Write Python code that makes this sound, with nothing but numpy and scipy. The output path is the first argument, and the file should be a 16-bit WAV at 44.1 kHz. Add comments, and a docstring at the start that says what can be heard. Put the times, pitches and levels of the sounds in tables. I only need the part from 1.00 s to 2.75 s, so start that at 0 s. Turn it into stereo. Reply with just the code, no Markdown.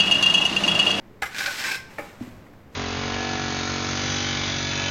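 """A steel trowel lands on a concrete ceiling and is worked to and fro through wet mortar.
Sand grains strike the blade as a dense train of impulses: heard directly they hiss, and as a
driving force they excite its damped modes, most strongly where coarse grains catch.
Faint smears, a tool knock, a soft thud and small taps follow. A bare concrete room adds early
reflections and a reverberant tail, over the low rumble of a building site."""
import sys
import numpy as np
from scipy import signal
from scipy.fft import rfft, irfft
from scipy.io import wavfile

SR = 44100
rng = np.random.default_rng(int(sys.argv[2]) if len(sys.argv) > 2 else 0)


def bounce(signal):
    """Save signal as a 16-bit WAV file at the path given by the first command-line argument."""
    frames = np.transpose(np.atleast_2d(signal))
    limited = np.clip(frames, -1, 1)
    pcm = np.round(limited * 32767).astype(np.int16)
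    wavfile.write(sys.argv[1], SR, pcm)


N = 77175


def amp(db):
    return 10 ** (np.asarray(db) / 20)


def times():
    return np.arange(N) / SR


def unit(x):
    return x / np.sqrt(np.mean(x ** 2))


def by_hz(points, hz):
    """Interpolation on a logarithmic frequency axis."""
    freqs, values = np.array(points).T
    return np.interp(np.log(hz + 1), np.log(freqs), values)


def convolve(x, response):
    return signal.fftconvolve(x, response)[:N]


def equalise(x, points):
    """Zero-phase filtering by a curve of gains in dB."""
    return irfft(rfft(x) * amp(by_hz(points, np.fft.rfftfreq(N, 1 / SR))), N)


def colour(x, points, size=4096):
    """Minimum-phase filtering: a causal response of unit energy with the given spectral shape."""
    cepstrum = irfft(np.log(amp(by_hz(points, np.fft.rfftfreq(size, 1 / SR)))))
    response = irfft(np.exp(rfft(2 * cepstrum * (np.arange(size) < size // 2))))
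    return convolve(x, response / np.linalg.norm(response))


def ring(force, modes, size=12000):
    """Modal superposition: a force drives damped sinusoids (pitch_hz, t60_s, energy_db)."""
    t, response = np.arange(size) / SR, 0
    for k, (hz, t60, db) in enumerate(modes):
        mode = np.sin(2 * np.pi * hz * t) * np.exp(-np.log(1000) * t / t60)
        response = response + (-1) ** k * amp(db) * mode / np.linalg.norm(mode)
    return convolve(force, response)


def wander(rate_hz):
    """Interpolated noise: a slow fluctuation of unit RMS."""
    return unit(np.interp(times() * rate_hz, np.arange(N), rng.standard_normal(N)))


def grit(grains_per_s=7000, spread_db=5):
    """Shot noise: sand grains of uneven size click at random instants."""
    chance, size = rng.random(N) * 2 - 1, rng.standard_normal(N)
    hit = np.abs(chance) < grains_per_s / SR
    return unit(hit * np.sign(chance) * amp(spread_db * np.clip(size, -2, 2)))


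def bursts(starts, levels_db, decays, rise_s=0.00056, size=9000):
    """Transient envelopes: a linear attack, then exponential decay."""
    t, out = np.arange(size) / SR, np.zeros(N + size)
    attack = np.minimum(t / rise_s, 1)
    for start, db, decay in zip(starts, levels_db, decays):
        i = min(int(start * SR), N)
        out[i:i + size] += amp(db) * attack * np.exp(-np.maximum(t - rise_s, 0) / decay)
    return out[:N]


def blows(rows):
    """Impulsive excitation: one impulse for each (start_s, level_db)."""
    force = np.zeros(N)
    for start, db in rows:
        force[int(start * SR)] = amp(db)
    return force


# spectra of the steady rumble and of its deep swells: frequency_hz, density_db
RUMBLE_SPECTRUM = [(20, 8), (40, -25), (65, 1), (110, 4), (190, 2), (300, -2), (500, -3.5), (750, -10),
                   (1400, -15), (2100, -17.5), (3000, -25), (5000, -30.5), (8000, -36), (9500, -42.5),
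                   (12000, -35.5), (15500, -36.5)]
SWELL_SPECTRUM = [(20, -18), (45, -6), (72, 2), (110, -12), (200, -27), (1000, -68)]
# weighting of the left-right difference: frequency_hz, gain_db
RUMBLE_WIDTH = [(50, -14), (130, -16), (300, -12), (900, 2.5), (3000, 0.5), (12000, 0.5)]
# envelope of the rumble: time_s, level_db
RUMBLE_LEVEL = [(0, -48.5), (.22, -48.5), (.9, -47), (1.4, -45.5), (1.75, -49)]
# deep swells: peak_s, level_db, half_length_s
SWELLS = [(1.37, -50.5, .06), (1.68, -55, 0.091)]
def site_rumble():
    """Interaural coherence: the rumble is alike in both ears in the bass, wide in the treble."""
    t = times()
    mid, side = (colour(rng.standard_normal(N), RUMBLE_SPECTRUM) for _ in range(2))
    side = equalise(side, RUMBLE_WIDTH)
    level = amp(np.interp(t, *np.array(RUMBLE_LEVEL).T))
    swell = sum(amp(db) * np.exp(-((t - peak) / half) ** 2) for peak, db, half in SWELLS)
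    deep = colour(rng.standard_normal(N), SWELL_SPECTRUM) * swell
    return np.array([mid + side, mid - side]) * level + deep


# modes of the steel blade, landing flat, pushed, and pulled on its edge:
# pitch_hz, t60_s, flat_db, push_db, pull_db
BLADE_MODES = [(580, 0.099, -23.5, -19.5, -28), (787.4, .13, -6, -17, -20.5), (878, 0.28, -13, -19.5, -12),
               (1067.4, 0.21, -47, -22, -15), (1267, 0.091, -7, -18.5, -28), (1405, 0.093, -9, -10, -37),
               (1501, .07, -8, -4.5, -11), (1574.8, .1, -14, -7.5, -0.5), (1670, 0.033, -1.5, -6.5, -7),
               (1813, 0.044, -14, -21, -25), (2055, 0.15, -3.5, -23, -16), (2223, 0.019, -7, -19, -8.5),
               (2376, 0.057, -11.5, -10, -8.5), (2598, 0.15, -31, -18, -9.5), (5260, .02, -26, -28, -9)]
# contacts of the loaded blade: start_s, ring_db, squelch_db, decay_s
LANDINGS = [(.2195, -33.5, -31, 0.0035), (0.2222, -24, -26, 0.0046), (0.231, -26, -30.5, 0.0094),
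            (.256, -40, -37.5, 0.024)]
# mortar squeezing out: frequency_hz, density_db
SQUELCH_SPECTRUM = [(60, -12), (250, -1), (450, -2), (1000, -5.5), (1900, 1.5), (3200, -2), (4700, -9),
                    (5900, -8.5), (6500, -16), (7000, -9.5), (8200, -12), (9600, -19.5), (12000, -15.5),
                    (15500, -24)]
# low mode of the slab: pitch_hz, t60_s, energy_db
SLAB_MODE = [(58.4, 0.18, -10.5)]
def blade_landing(t60_scale=.45):
    """Damped impact: mortar shortens the blade's ring and squeezes out; the slab answers with a bump."""
    start, ring_db, squelch_db, decay = np.array(LANDINGS).T
    hz, t60, flat_db = np.array(BLADE_MODES).T[:3]
    steel = ring(grit() * bursts(start, ring_db, decay), zip(hz, t60_scale * t60, flat_db))
    squelch = colour(grit() * bursts(start, squelch_db, decay), SQUELCH_SPECTRUM)
    bump = ring(blows([(start[0], 0)]), SLAB_MODE)
    return steel + squelch + bump


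# envelope of the stroke: time_s, force_db, hiss_db
STROKE = [(0.309, -47, -46), (.345, -48, -44.5), (0.371, -43, -39), (.40, -34, -31), (.44, -37.5, -33),
          (.485, -38.5, -35.5), (.505, -42.5, -34.5), (.555, -58, -35), (.60, -32, -30.5),
          (.632, -50, -35.5), (.668, -35.5, -30), (.70, -39.5, -34.5), (0.723, -45, -35.5),
          (.752, -50, -33.5), (0.774, -38.5, -49), (.81, -88, -60)]
# the blade catches on coarse grains: start_s, ring_db, crunch_db, decay_s
CATCHES = [(.346, -24.5, -29.5, .002), (.362, -47, -29.5, 0.0028), (0.3834, -35, -25, 0.0026),
           (.388, -27, -33, 0.0023), (0.402, -25, -41, .004), (.434, -30, -36, .003),
           (0.4601, -23, -23, .0025), (0.473, -20.5, -39, 0.006), (0.506, -24, -34, 0.0029),
           (0.605, -39, -39, 0.004), (0.639, -24, -31.5, 0.0043), (0.681, -24, -49, 0.0038),
           (0.711, -23.5, -30.5, 0.0033), (.716, -25, -31, 0.0058), (0.746, -23.5, -32.5, 0.0019),
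           (.769, -36.5, -44, 0.0025)]
# sand under the blade: frequency_hz, density_db
SAND_SPECTRUM = [(100, -26.5), (300, -6), (550, -10.5), (1150, -7), (1600, 0.5), (2500, -0.5), (3100, -2.5),
                 (4200, -3.5), (5600, -4), (6500, -7.5), (8200, -9.5), (9500, -18), (12300, -15.5),
                 (15500, -24)]
def blade_scrape(turn_s=0.596, turn_length_s=.1, judder_db=1.5):
    """Frictional excitation: sand hisses and rings the juddering blade, whose tilt reweights its modes."""
    t = times()
    at, force_db, hiss_db = np.array(STROKE).T
    start, ring_db, crunch_db, decay = np.array(CATCHES).T
    hz, t60, _, push_db, pull_db = np.array(BLADE_MODES).T
    judder = amp(judder_db * wander(rate_hz=160)) * (t > at[0]) * (t < at[-1])
    force = grit() * (judder * amp(np.interp(t, at, force_db)) + bursts(start, ring_db, decay))
    sand = grit() * (judder * amp(np.interp(t, at, hiss_db)) + bursts(start, crunch_db, decay))
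    tilt = np.clip((t - turn_s) / turn_length_s + .5, 0, 1)  # 0 on the push, 1 on the pull
    pushed = ring(force * (1 - tilt), zip(hz, t60, push_db))
    pulled = ring(force * tilt, zip(hz, t60, pull_db))
    return pushed + pulled + colour(sand, SAND_SPECTRUM)


def resonance(x, hz, width_hz):
    """Heterodyning: shift down, low-pass and shift back to make a resonator with a moving centre."""
    carrier = np.exp(2j * np.pi * np.cumsum(hz) / SR)
    pole = np.exp(-np.pi * width_hz / SR)
    return (carrier * signal.lfilter([1], [1, -pole], x / carrier)).real


# rasp of the blade tipping onto its edge: time_s, pitch_hz, level_db
RASP = [(.63, 1700, -66), (.645, 1800, -35.5), (.675, 2020, -34), (.70, 2240, -36), (.725, 2550, -45),
        (.76, 2600, -60)]
# hard grains against the steel: start_s, pitch_hz, force_db, decay_s
SQUEAKS = [(0.385, 3740, -28, 0.0056), (0.388, 4950, -27, 0.0045), (0.461, 4260, -24.5, .005),
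           (0.594, 5320, -38, .012), (0.647, 6700, -36, .008), (0.664, 8050, -30.5, 0.0057)]
def blade_edge(rasp_width_hz=230, squeak_t60_s=0.013):
    """Narrow-band resonance: grit on the blade's edge drives a climbing rasp and brief squeaks."""
    t, grains = times(), grit()
    at, rasp_hz, rasp_db = np.array(RASP).T
    rasp = unit(resonance(grains, np.interp(t, at, rasp_hz), rasp_width_hz))
    out = rasp * np.interp(t, at, amp(rasp_db), left=0, right=0)
    for start, hz, db, decay in SQUEAKS:
        out += ring(grains * bursts([start], [db], [decay]), [(hz, squeak_t60_s, 0)])
    return out


# faint smears of mortar: peak_s, level_db, rise_s, fall_s
SMEARS = [(0.914, -52, 0.023, 0.066), (1.04, -48.5, 0.075, 0.12), (1.22, -51, 0.013, 0.1),
          (1.745, -53.5, 0.017, .03)]
# their spectrum: frequency_hz, density_db
SMEAR_SPECTRUM = [(200, -8), (1000, 6), (2300, 3.5), (3300, -3), (6500, -8), (8200, -9), (9400, -18.5),
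                  (12500, -12.5), (15500, -22)]
def mortar_smears():
    """Amplitude modulation: grain noise swells and fades with each smear of wet mortar."""
    t = times()
    envelope = sum(amp(db) * np.exp(-np.maximum((peak - t) / rise, (t - peak) / fall))
                   for peak, db, rise, fall in SMEARS)
    return colour(grit() * envelope, SMEAR_SPECTRUM)


# blows of a tool: start_s, force_db
KNOCKS = [(.9838, -4), (.9885, -12), (.994, -14)]
# its modes: pitch_hz, t60_s, energy_db
KNOCK_MODES = [(303, 0.11, -11), (474, 0.1, -12.5), (573, .09, -6.5), (613, .09, -8.5), (813, .08, -7),
               (1255, 0.055, -10), (1418, .04, -8), (1796, 0.06, -8), (2250, 0.072, -7), (2750, .05, -19.5)]
# its dull clatter: frequency_hz, density_db
CLATTER_SPECTRUM = [(50, -20), (150, -11), (350, -1.5), (600, -2), (1000, -3.5), (2500, -4.5),
                    (3300, -17.5), (15000, -31)]
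def tool_knock(click_db=-17, clatter_db=-34, clatter_s=0.021):
    """Impulse response: a struck tool gives a short hollow ring, with a gritty click and a clatter."""
    force = blows(KNOCKS)
    click = amp(click_db) * colour(force, SMEAR_SPECTRUM)
    clatter = colour(grit() * bursts([KNOCKS[0][0]], [clatter_db], [clatter_s]), CLATTER_SPECTRUM)
    return ring(force, KNOCK_MODES) + click + clatter


# bumps of a tool being handled: start_s, force_db
THUDS = [(1.208, -0.5), (1.2285, -13), (1.271, -8.5)]
# its modes: pitch_hz, t60_s, energy_db
THUD_MODES = [(118.6, 0.25, -8), (214, 0.075, -6.5), (247, .12, -1), (317, 0.11, -8), (686, 0.022, -21)]
def tool_thud():
    """Free decay of low modes: a handled tool gives a soft double thud."""
    return ring(blows(THUDS), THUD_MODES)


# small taps of the tools: start_s, level_db
TAPS = [(1.465, -50), (1.534, -46), (1.744, -50)]
# their spectrum: frequency_hz, density_db
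TAP_SPECTRUM = [(200, -2), (1000, 8.5), (1900, 16), (3000, -8), (8000, -13), (15000, -22)]
def tool_taps(decay_s=.004):
    """Broadband transients: each light contact is a brief burst of filtered grain noise."""
    start, db = np.array(TAPS).T
    return colour(grit() * bursts(start, db, np.full(len(start), decay_s)), TAP_SPECTRUM)


# reverberation time of the concrete room: frequency_hz, t60_s
ROOM_T60 = [(150, 0.47), (500, 0.75), (1500, 0.5), (4000, 0.51), (12000, 0.24)]
def diffuse_tail(build_s=0.0086):
    """Reverberation: a diffuse field builds up, then decays at its own rate in each band."""
    t, freqs = times(), np.fft.rfftfreq(N, 1 / SR)
    noise, tail = rfft(rng.standard_normal(N)), 0
    for centre_hz, t60 in ROOM_T60:
        band = by_hz([(hz, hz == centre_hz) for hz, _ in ROOM_T60], freqs)
        fade = np.exp(-np.log(1000) * t / t60) * (1 - np.exp(-t / build_s))
        tail = tail + irfft(noise * band, N) * fade / np.linalg.norm(fade)
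    return tail


# colouring of the reflected sound: frequency_hz, gain_db
REFLECTION_GAIN = [(100, -3.5), (400, 0), (1200, -1), (5000, 0), (15000, 4.5)]
def room(source, wet_db, lag_ms, pan_db, early_decay_s=0.012, early_db=-3.5, tail_db=-8.5):
    """Superposition of paths: direct sound, early ceiling reflections and the tail reach each ear."""
    t, freqs = times(), np.fft.rfftfreq(N, 1 / SR)
    spectrum, ears = rfft(source()), []
    for side in (1, -1):
        tail = amp(tail_db) * diffuse_tail()
        early = rng.standard_normal(N) * (rng.random(N) < .06) * np.exp(-t / early_decay_s)
        early *= amp(early_db) / np.linalg.norm(early)
        direct = irfft(spectrum * np.exp(-1j * np.pi * freqs * side * lag_ms / 1000), N)
        # grains lie all along the blade, so each path carries its own mix of them
        reflected = convolve(source(), equalise(tail + early, REFLECTION_GAIN))
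        ears.append(amp(side * pan_db / 2) * (direct + amp(wet_db) * reflected))
    return np.array(ears)


def scene():
    """Linear superposition: each source sounds in the room, over the rumble of the site."""
    return (room(blade_landing, wet_db=3, lag_ms=0.031, pan_db=0.0)
            + room(blade_scrape, wet_db=1.5, lag_ms=0.043, pan_db=0.5)
            + room(blade_edge, wet_db=2.5, lag_ms=0.049, pan_db=-1.5)
            + room(mortar_smears, wet_db=1.5, lag_ms=0.016, pan_db=0.5)
            + room(tool_knock, wet_db=5, lag_ms=0.075, pan_db=1.0)
            + room(tool_thud, wet_db=-8, lag_ms=0.042, pan_db=-0.2)
            + room(tool_taps, wet_db=1.5, lag_ms=0.016, pan_db=0.5)
            + site_rumble())


def record(dry, cutoff_hz=15900):
    """Band limiting: a steep elliptic low-pass removes the highest treble."""
    return signal.sosfilt(signal.ellip(10, .2, 80, cutoff_hz, fs=SR, output="sos"), dry)


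dry = scene()
out = record(dry)
bounce(out)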